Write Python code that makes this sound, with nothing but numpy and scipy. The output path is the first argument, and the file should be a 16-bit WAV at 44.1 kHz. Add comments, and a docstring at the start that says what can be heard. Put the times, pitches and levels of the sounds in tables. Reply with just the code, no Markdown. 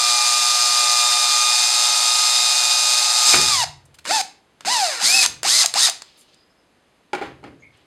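"""Small workshop, one microphone, the tool close and the room behind it: a cordless drill bores brass in a vise.
From the start its gears whine and rattle in a plastic housing under a chopped-current buzz; near 3.3 s
the bit grabs and breaks through with squeals and a knock, and from 3.5 s it runs free and stops.
Short spurts from 4 to 6 s work it free, with trigger and brake clicks and finger rubs between;
faint squeaks follow, knocks ring the bench as the tool is laid down near 7.1 s, and last rubs and squeaks end it."""
import sys
import numpy as np
from scipy import signal
from scipy.fft import rfft, irfft, next_fast_len
from scipy.io import wavfile
from scipy.ndimage import uniform_filter1d, map_coordinates

SR = 44100
rng = np.random.default_rng(int(sys.argv[2]) if len(sys.argv) > 2 else 0)


def master_out(mix):
    """Clip the mix to full scale and print it as 16-bit PCM to the path in sys.argv[1]."""
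    frames = np.transpose(np.atleast_2d(mix))
    ceiling = np.clip(frames, -1, 1)
    pcm = np.round(ceiling * 32767).astype(np.int16)
    wavfile.write(sys.argv[1], SR, pcm)


N = 346619

# spectrum of the steady background air: [f/Hz, relative level/dB per Hz]
AIR_SPECTRUM = [(15, -48), (25, -17), (54, -9), (86, -8.5), (109, -7.5), (312, -3.5), (594, -7.5),
                (676, -8), (3430, -17), (11800, -30.5), (15300, -64), (22000, -120)]
AIR_DB = -60.5
# decay of the workshop's reverberation: [f/Hz, t60/s]
ROOM_DECAY = [(100, .9), (500, 0.31), (2000, 0.38), (5000, 0.3), (12000, .25)]
ROOM_DB = -11.0
# dips and a slight bump in the microphone's response: [f/Hz, width/Hz, gain/dB]
MIC_RESPONSE = [(5680, 650, -7.5), (6845, 270, -8.5), (7960, 310, -5.5), (9200, 300, 0.5),
                (12700, 870, -4.5)]
MIC_TOP_HZ = 15800

# spectrum of the shaking bench: [f/Hz, relative level/dB per Hz]
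BENCH_RUMBLE = [(15, -43), (30, -31), (62, -9), (112, -7.5), (170, -1.5), (246, -2), (277, 2.5),
                (448, -3.5), (600, -7), (780, -29), (1320, -120)]
# jolts passed into the bench: [t/s, deep level/dB, upper level/dB], each before its rise
BENCH_JOLTS = [(3.26, -60.5, -44.5), (3.33, -34, -29), (4.06, -72, -39.5), (4.605, -69.5, -59.5),
               (4.645, -65, -40.5), (5.02, -67.5, -40), (5.13, -72.5, -44), (5.25, -50, -49),
               (5.44, -65, -40), (5.74, -66.5, -46.5), (7.13, -52, -45), (7.22, -54, -37.5),
               (7.43, -59, -40.5)]
JOLT_RISE_S, DEEP_T60_S, UPPER_T60_S = 0.012, 1.4, 0.55
BENCH_SPLIT_HZ = 155  # between deep and upper shaking
HUM_DEEP_DB, HUM_UPPER_DB = -76.5, -62.5  # steady shaking while the bit cuts
# knocks on the bench:
# [t/s, level/dB, relative crack level/dB, relative clatter level/dB, hardness as mode tilt/dB per octave]
BENCH_KNOCKS = [(3.337, -19.5, 4, 8.5, -1), (7.132, -13.5, -12, -4.5, .2), (7.149, -23.5, -2, -4, 8),
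                (7.213, -26, -17, 1, -9), (7.222, -23.5, -20, 0.5, 1.5), (7.43, -42, -24.5, -8.5, -4),
                (7.439, -31.5, -12.5, -1, 2), (7.474, -48, -8, -9, -3)]
# ringing modes of the wooden top: [f/Hz, relative level/dB, t60/s]
WOOD_MODES = [(368.4, -8, 0.15), (600, -11, 0.087), (810, 0, 0.08), (1430, -4, 0.039), (2270, -3.5, 0.02)]
KNOCK_RISE_S = 0.001
SNAP_DB, SNAP_T60_S = 4, 0.012  # the sharp front of a knock, relative to its level

# a blip, squeals and squeaks: [t/s, length/s, f/Hz, half-width/Hz, level/dB before the envelope]
SQUEAK_EVENTS = [(0.829, 0.022, 600, 150, -38), (3.25, .08, 7670, 88.6, -20.5),
                 (3.331, 0.03, 2340, 92.6, -17), (6.359, 0.12, 4940, 100, -61),
                 (6.491, 0.051, 5200, 150, -69), (6.572, .09, 5100, 151, -71),
                 (7.62, 0.093, 2210, 90, -50.5), (7.598, 0.046, 6570, 205, -64)]
# soft rubs of fingers on the tool: [t/s, length/s, f/Hz, half-width/Hz, level/dB before the envelope]
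FINGER_RUBS = [(3.853, 0.013, 8050, 2510, -54), (3.942, .018, 5240, 4030, -47.5),
               (3.986, 0.014, 4300, 3500, -45), (4.043, .014, 4970, 2990, -48.5),
               (4.606, 0.041, 2500, 2000, -50.5), (5.998, 0.45, 3900, 1375, -57),
               (6.17, 0.07, 8440, 2450, -53.5), (6.21, 0.0069, 7570, 2000, -50),
               (6.343, .006, 6400, 1510, -53.5), (7.77, .012, 7550, 1500, -66.5),
               (7.72, 0.19, 2830, 1200, -62.5)]
SQUEAK_RISE = 0.15  # share of the length

# trigger, brake and chuck clicks: [t/s, upper-band level/dB, low part relative to it as level/dB]
PLASTIC_CLICKS = [(3.343, -3, 11.5), (3.3548, 9.5, -10.5), (3.4135, 5.5, -7.5), (4.0523, -11.5, 6.5),
                  (4.0595, -8.5, 0), (4.1081, -0.5, 4.5), (4.2114, 2.5, -7.5), (4.6074, -19, 1.5),
                  (4.649, -18.5, 14.5), (5.2276, 8, -12), (5.2607, 12, -7.5), (5.4312, 4, -5.5),
                  (5.659, 13, -17), (5.7392, 5.5, -9.5), (5.8966, 7.5, -12), (6.0196, -9.5, -5.5)]
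CLICK_RISE_S, CLICK_T60_S = 0.0017, 0.011

# each pull of the trigger, a list of rows: [t/s, gear-mesh f/Hz, tooth pressure as level/dB]
TRIGGER_PULLS = [
    [(0, 1205, -0.5), (.5, 1216, -1), (1.3, 1216, -.5), (1.5, 1226, 1), (1.75, 1238, -1), (2.6, 1238, -.5),
     (3.15, 1238, -1), (3.23, 1236, .5), (3.32, 1223, -.5), (3.5, 1233, -1), (3.54, 1140, 2.5),
     (3.58, 1012, -1.5), (3.615, 955, 4), (3.632, 849, -5), (3.648, 594, 0)],
    [(4.055, 348.3, -3), (4.085, 543, -2), (4.105, 659.6, 4.5), (4.125, 861, 0), (4.145, 898, 2.5),
     (4.175, 857, -0.5), (4.2, 763, -6), (4.215, 749, 2.5)],
    [(4.65, 435.5, -5), (4.676, 710.8, -1), (4.7, 932.3, 1), (4.725, 1016, 3.5), (4.78, 886, -0.5),
     (4.84, 738.7, -1.5), (4.9, 598.3, -1), (4.96, 475.2, -1), (5.0, 443, -2), (5.03, 1024, -4.5),
     (5.06, 1940, 0), (5.09, 2327, 1), (5.125, 2465, 1.5), (5.16, 2631, 1.5), (5.2, 2545, 0),
     (5.228, 2413, 2), (5.245, 1457, -0.5), (5.262, 700, -4)],
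    [(5.435, 428, -3.5), (5.455, 800, 1), (5.48, 1366, .5), (5.51, 1827, 1.5), (5.545, 2035, .5),
     (5.58, 2109, 1.5), (5.61, 2032, 0), (5.628, 1767, -4), (5.645, 740, -3.5), (5.66, 559, -4)],
    [(5.742, 416, -3), (5.762, 788.5, 1.5), (5.782, 1227, 4), (5.805, 1640, -3.5), (5.835, 1930, 0),
     (5.86, 1814, 1.5), (5.875, 1402, -1.5), (5.887, 743, -5.5), (5.897, 626, -1)],
]
TEETH = 10  # mesh cycles per turn of the shaft
BORING_HZ = 1240  # mesh pitch above which the teeth strike harder
# shaft and gear tones of steady strength: [multiple of shaft speed, relative level/dB]
STEADY_SHAFT_TONES = [(1, -23), (5, -19.5), (6, -12.5), (7, -6.5), (10.4, -7.5), (11, -10.5), (17, -13.5),
                      (18, -28.5), (19, -20.5), (21, -13.5), (22, -18.5), (26, -26.5), (28, -32),
                      (29, -11.5), (31, -25), (32, -15.5), (40.72, -12), (59, -17.5), (70, -21), (71, -20),
                      (79, -28), (87, -29.5), (89, -18.5)]
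# shaft tones that grow with speed above boring speed: [multiple of shaft speed, relative level/dB]
GROWING_SHAFT_TONES = [(2, -22), (3, -15.5), (50, -16), (60, -17.5)]
# how well the housing sounds a shaft tone: [f/Hz, gain/dB]
HOUSING_SINGS = [(100, -29.5), (500, -14), (780, -4), (1225, -5), (1800, -3), (2600, -1), (3200, -7),
                 (3700, 8), (5000, 11), (7500, 9.5), (9600, 6), (11000, 2), (13500, -12), (15000, -33)]
LOADED_DB, FREE_DB = -29, -31  # steady shaft tones while boring and running free
GROWING_DB, GROWING_HARDER_DB = -28, 12.5  # growing shaft tones; gain per doubling above boring speed
# how loud the mesh tone sounds at its pitch: [f/Hz, level/dB]
MESH_LEVEL = [(450, -54.5), (620, -31.5), (760, -18.5), (900, -25), (1020, -28.5), (1120, -28.5),
              (1213, -26), (1240, -32), (1500, -39.5), (1800, -35.5), (2050, -30.5), (2300, -29),
              (2550, -21)]
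# overtones of the mesh tone: [multiple of mesh pitch, relative level/dB]
MESH_OVERTONES = [(2, -0.8), (3, -3.5), (4, -6.5)]
# how loud an overtone sounds at its pitch: [f/Hz, level/dB]
OVERTONE_LEVEL = [(900, -53.5), (1400, -36.5), (1850, -33), (2300, -33.5), (2650, -28.5), (3100, -31),
                  (3700, -26.5), (4200, -28.5), (4900, -32), (5500, -28), (6200, -27.5), (7500, -34),
                  (10500, -34)]
OVERTONE_HARDER_DB = 6.5  # gain per doubling of speed above boring speed
ROUGH_DB = 1.87  # fast flutter of the tones for each kHz above boring speed
SLIP_DB = 1  # tone lost for each doubling of speed per tenth of a second while speeding up
CHOP_HZ, BUZZ_DB = 120.17, -41.5  # the speed control chops the current; its buzz while boring
# tones of the chopped current: [multiple of the chopping rate, relative level/dB]
CHOP_TONES = [(1, -23.5), (3, -22.5), (5, -5.5), (6, 0.5), (7, 2), (8, -3.5), (9, -6.5), (13, -7),
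              (18, -12), (21, -8), (22, -1.5), (23, 1), (24, -4.5)]
# spectrum the housing radiates: [f/Hz, relative level/dB per Hz]
HOUSING_SPECTRUM = [(100, -54), (500, -31), (800, -16.5), (1300, -14.5), (3000, -13), (3600, -5), (5000, 1),
                    (6200, -2), (7500, -3.5), (9600, -11), (10300, -18.5), (13400, -23.5), (14900, -45),
                    (15200, -72.5)]
HOUSING_SPLIT_HZ = 3000  # body noise below, rattle above
# rattle set by the speed: [gear-mesh f/Hz, level/dB]
RATTLE_LEVEL = [(350, -46), (480, -28.5), (700, -22), (900, -21), (1230, -17), (1900, -13.5), (2600, -17)]
# body noise set by the speed: [gear-mesh f/Hz, level/dB]
BODY_LEVEL = [(350, -43.5), (480, -36), (800, -35.5), (1230, -33), (1900, -32), (2600, -32)]
TORQUE_DB = 1.5  # body noise gained for each doubling of speed per tenth of a second, speeding up or braking
LET_GO_S, LET_GO_FADE_S = 3.5, 0.015  # the load ends
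BITE_S, BITE_LENGTH_S, BITE_DB = 3.3, 0.057, 5.5  # the bit grabs as it breaks through


def amp(db):
    """Turns dB into amplitude."""
    return 10 ** (np.asarray(db) / 20)


def unit(x):
    """Brings a sound to an RMS of 1."""
    return x / np.sqrt(np.mean(x ** 2) + 1e-20)


def along(points, hz):
    """Reads a (Hz, value) curve on a log frequency axis."""
    f, v = np.transpose(points)
    return np.interp(np.log(hz + 1), np.log(f + 1), v)


def filtered(x, response):
    """Multiplies the spectrum of x by a response of frequency."""
    m = next_fast_len(len(x) + 8192)
    return irfft(rfft(x, m) * response(np.fft.rfftfreq(m, 1 / SR)), m)[:len(x)]


def band(x, low_hz, high_hz):
    """A causal band-pass."""
    return signal.sosfilt(signal.butter(2, [low_hz, high_hz], "bandpass", fs=SR, output="sos"), x)


def wobble(n, rate):
    """A smooth random curve, rate knots a second."""
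    return map_coordinates(rng.standard_normal(int(n * rate / SR) + 4), [np.arange(n) * rate / SR])


def add(track, s, sound):
    """Mixes a sound in at s seconds."""
    part = track[round(s * SR):][:len(sound)]
    part += sound[:len(part)]


def loaded(t):
    """1 while the bit cuts brass, 0 once it runs free."""
    return np.clip((LET_GO_S - t) / LET_GO_FADE_S + 1, 0, 1)


def background_air():
    """Steady noise with the spectrum of the workshop's air."""
    return amp(AIR_DB) * unit(filtered(rng.standard_normal(N), lambda hz: amp(along(AIR_SPECTRUM, hz))))


def room(near):
    """The room's diffuse answer, drawn afresh each quarter second; each frequency dies at its own speed."""
    out, step = np.zeros(N), SR // 4
    for start in range(0, N, step):
        hz, t, z = signal.stft(rng.standard_normal(SR), SR, nperseg=256)
        decay = amp(-60 * t / along(ROOM_DECAY, hz)[:, None])
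        tail = signal.istft(z * decay, SR, nperseg=256)[1]
        answer = signal.fftconvolve(near[start:start + step], tail / np.linalg.norm(tail))
        add(out, start / SR + 0.006, answer)  # 6 ms behind the direct sound
    return out


def bench_shaking():
    """Boring shakes the bench steadily, and each jolt swells fast and dies away."""
    now = np.arange(N) / SR
    in_band = lambda keep: unit(filtered(rng.standard_normal(N), lambda hz: amp(along(BENCH_RUMBLE, hz)) * keep(hz)))
    deep = in_band(lambda hz: hz < BENCH_SPLIT_HZ)
    upper = in_band(lambda hz: hz >= BENCH_SPLIT_HZ)
    s, deep_db, upper_db = np.transpose(BENCH_JOLTS)[:, :, None]
    since = np.maximum(now - s, 0)
    rise = 1 - np.exp(-since / JOLT_RISE_S)

    def shake(db, t60, hum_db):
        """Steady shaking under load plus the decaying jolts."""
        return amp(hum_db) * loaded(now) + (amp(db - 60 * since / t60) * rise).sum(axis=0)

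    return shake(deep_db, DEEP_T60_S, HUM_DEEP_DB) * deep + shake(upper_db, UPPER_T60_S, HUM_UPPER_DB) * upper


def bench_knocks():
    """A knock rings the modes of the top, rattles what lies on it and has a sharp noisy front."""
    out, t = np.zeros(N), np.arange(SR // 3) / SR
    noise = lambda: rng.standard_normal(len(t))
    for s, db, crack_db, clatter_db, hard_db in BENCH_KNOCKS:
        ring = 0
        for hz, level, t60 in WOOD_MODES:
            mode_db = level + hard_db * np.log2(hz / 1000) + rng.normal(0, 0.87)
            ring = ring + amp(mode_db - 60 * t / t60) * np.sin(2 * np.pi * hz * t + 1.1 * wobble(len(t), 140))
        clatter = amp(clatter_db - 60 * t / 0.31 + wobble(len(t), 98)) * band(noise(), 230, 2200)
        crack = amp(crack_db - 60 * t / 0.037) * band(band(noise(), 2500, 8900), 2500, 9000)
        snap = amp(SNAP_DB - 60 * t / SNAP_T60_S) * band(noise(), 600, 3500)
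        rise = 1 - np.exp(-t / KNOCK_RISE_S)
        add(out, s, amp(db) * rise * (ring + clatter + crack + snap))
    return out


def squeaks_and_rubs():
    """Squeaks are narrow noise and rubs wide noise, each rising fast and fading."""
    out = np.zeros(N)
    for s, length, hz, width, db in SQUEAK_EVENTS + FINGER_RUBS:
        n = round(length * SR)
        envelope = np.interp(np.arange(n) / n, [0, SQUEAK_RISE, 1], [0, 1, 0]) ** 0.5
        noise = unit(band(rng.standard_normal(n), max(hz - width, 100), hz + width))
        add(out, s, amp(db + 1.7 * wobble(n, 44)) * envelope * noise)
    return out


def clicks():
    """Plastic clicks of trigger, brake and chuck: short noise bursts in an upper and a low band."""
    out, t = np.zeros(N), np.arange(SR // 10) / SR
    for s, db, low_db in PLASTIC_CLICKS:
        envelope = amp(-60 * t / CLICK_T60_S) * (1 - np.exp(-t / CLICK_RISE_S))
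        burst = envelope * rng.standard_normal((2, len(t)))
        add(out, s, amp(db) * (band(burst[0], 3700, 8000) + amp(low_db) * band(burst[1], 410, 2800)))
    return out


def tone(db, phase, waver_db):
    """A sine along a phase at an RMS level of db, its level wavering at random."""
    level = np.sqrt(2) * amp(db + waver_db * wobble(len(phase), 45))
    return level * np.sin(phase + rng.uniform(0, 2 * np.pi))


def gear_whine(t, mesh_hz, shaft, press_db, gaining):
    """Meshing teeth and the turning shaft sound tones at multiples of the shaft speed."""
    faster = np.log2(np.maximum(mesh_hz / BORING_HZ, 1))  # teeth strike harder at speed
    whine = tone(along(MESH_LEVEL, mesh_hz), TEETH * shaft, waver_db=0.73)
    for k, db in MESH_OVERTONES:
        overtone_db = db + OVERTONE_HARDER_DB * faster + along(OVERTONE_LEVEL, k * mesh_hz)
        whine += tone(overtone_db, k * TEETH * shaft, waver_db=1.0)
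    growing_db = GROWING_DB + GROWING_HARDER_DB * faster
    steady_db = FREE_DB + (LOADED_DB - FREE_DB) * loaded(t)
    for table, level_db in (GROWING_SHAFT_TONES, growing_db), (STEADY_SHAFT_TONES, steady_db):
        for k, db in table:  # each tone takes the housing's colour at its momentary pitch
            colour_db = along(HOUSING_SINGS, k * mesh_hz / TEETH)
            whine += tone(level_db + db + colour_db, k * shaft, waver_db=0.84)
    flutter_db = ROUGH_DB * np.maximum(mesh_hz - BORING_HZ, 0) / 1000 * wobble(len(t), 90)
    return whine * amp(press_db + flutter_db - SLIP_DB * np.maximum(gaining, 0))


def current_buzz(t, chop):
    """The chopped motor current buzzes at multiples of its rate, only under load."""
    return amp(BUZZ_DB) * loaded(t) * sum(tone(db, k * chop, waver_db=0.75) for k, db in CHOP_TONES)


def housing_noise(t, mesh_hz, shaft, chop, gaining):
    """Teeth hiss at each contact, current pulses add throb, and loose play ticks harder the faster it runs."""
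    n = len(t)
    gate = (1 + 0.15 * np.cos(TEETH * shaft)) * (1 + 0.2 * np.cos(chop)) * (1 + 0.071 * np.cos(shaft))
    gate = gate * amp(0.66 * wobble(n, 60))
    tick_db = np.minimum(4 * rng.exponential(size=n), 8)
    ticks = (rng.random(n) < 250 / SR) * amp(tick_db) * rng.choice([-1, 1], n)  # about 250 a second
    raw = unit(gate * rng.standard_normal(n)) + 0.27 * mesh_hz / 1200 * unit(ticks)
    rattle = unit(filtered(raw, lambda hz: amp(along(HOUSING_SPECTRUM, hz)) * (hz >= HOUSING_SPLIT_HZ)))
    body = unit(filtered(raw, lambda hz: amp(along(HOUSING_SPECTRUM, hz)) * (hz < HOUSING_SPLIT_HZ)))
    rattle_gain = amp(along(RATTLE_LEVEL, mesh_hz))
    body_gain = amp(along(BODY_LEVEL, mesh_hz) + TORQUE_DB * np.abs(gaining))
    bite = amp(BITE_DB * np.exp(-((t - BITE_S) / BITE_LENGTH_S) ** 2))
    return bite * (rattle_gain * rattle + body_gain * body)


def motor(rows):
    """One pull of the trigger: the speed sets gear tones and rattle; the chopped current buzzes under load."""
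    s, mesh_hz, press_db = np.transpose(rows)
    t = np.arange(s[0], s[-1], 1 / SR)
    # the rotor's inertia rounds changes of speed
    mesh_hz = uniform_filter1d(np.interp(t, s, mesh_hz), size=500, mode="nearest")
    unsteady_hz = mesh_hz * (1 + 0.0006 * wobble(len(t), 30))
    shaft = 2 * np.pi * np.cumsum(unsteady_hz) / SR / TEETH  # phases in radians
    chop = 2 * np.pi * CHOP_HZ * t
    gaining = np.gradient(np.log2(mesh_hz)) * SR / 10  # doublings of speed per tenth of a second
    whine = gear_whine(t, mesh_hz, shaft, np.interp(t, s, press_db), gaining)
    noise = housing_noise(t, mesh_hz, shaft, chop, gaining)
    # short fades at the ends, but none at time zero, where the drill already runs
    edge = np.clip(np.minimum(t - s[0] + (s[0] == 0), s[-1] - t) / 0.0065, 0, 1)
    return edge * (whine + current_buzz(t, chop) + noise)


def drill():
    """Every run of the motor, one for each pull of the trigger."""
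    out = np.zeros(N)
    for rows in TRIGGER_PULLS:
        add(out, rows[0][0], motor(rows))
    return out


def scene():
    """Close sounds, the room's answer to them and the air, alike on both channels."""
    near = bench_shaking() + bench_knocks() + squeaks_and_rubs() + clicks() + drill()
    return np.tile(background_air() + amp(ROOM_DB) * room(near) + near, (2, 1))


def record(dry):
    """One microphone with dips and a slight bump, soft clipping and a band limit, on both channels."""
    response = lambda hz: amp(sum(db * np.exp(-(2 * (hz - c) / w) ** 2) for c, w, db in MIC_RESPONSE))
    x = filtered(dry[0], response)
    x = x / (1 + np.abs(x / 1.02) ** 8) ** (1 / 8)
    return np.tile(filtered(x, lambda hz: hz < MIC_TOP_HZ), (2, 1))


dry = scene()
out = record(dry)
master_out(out)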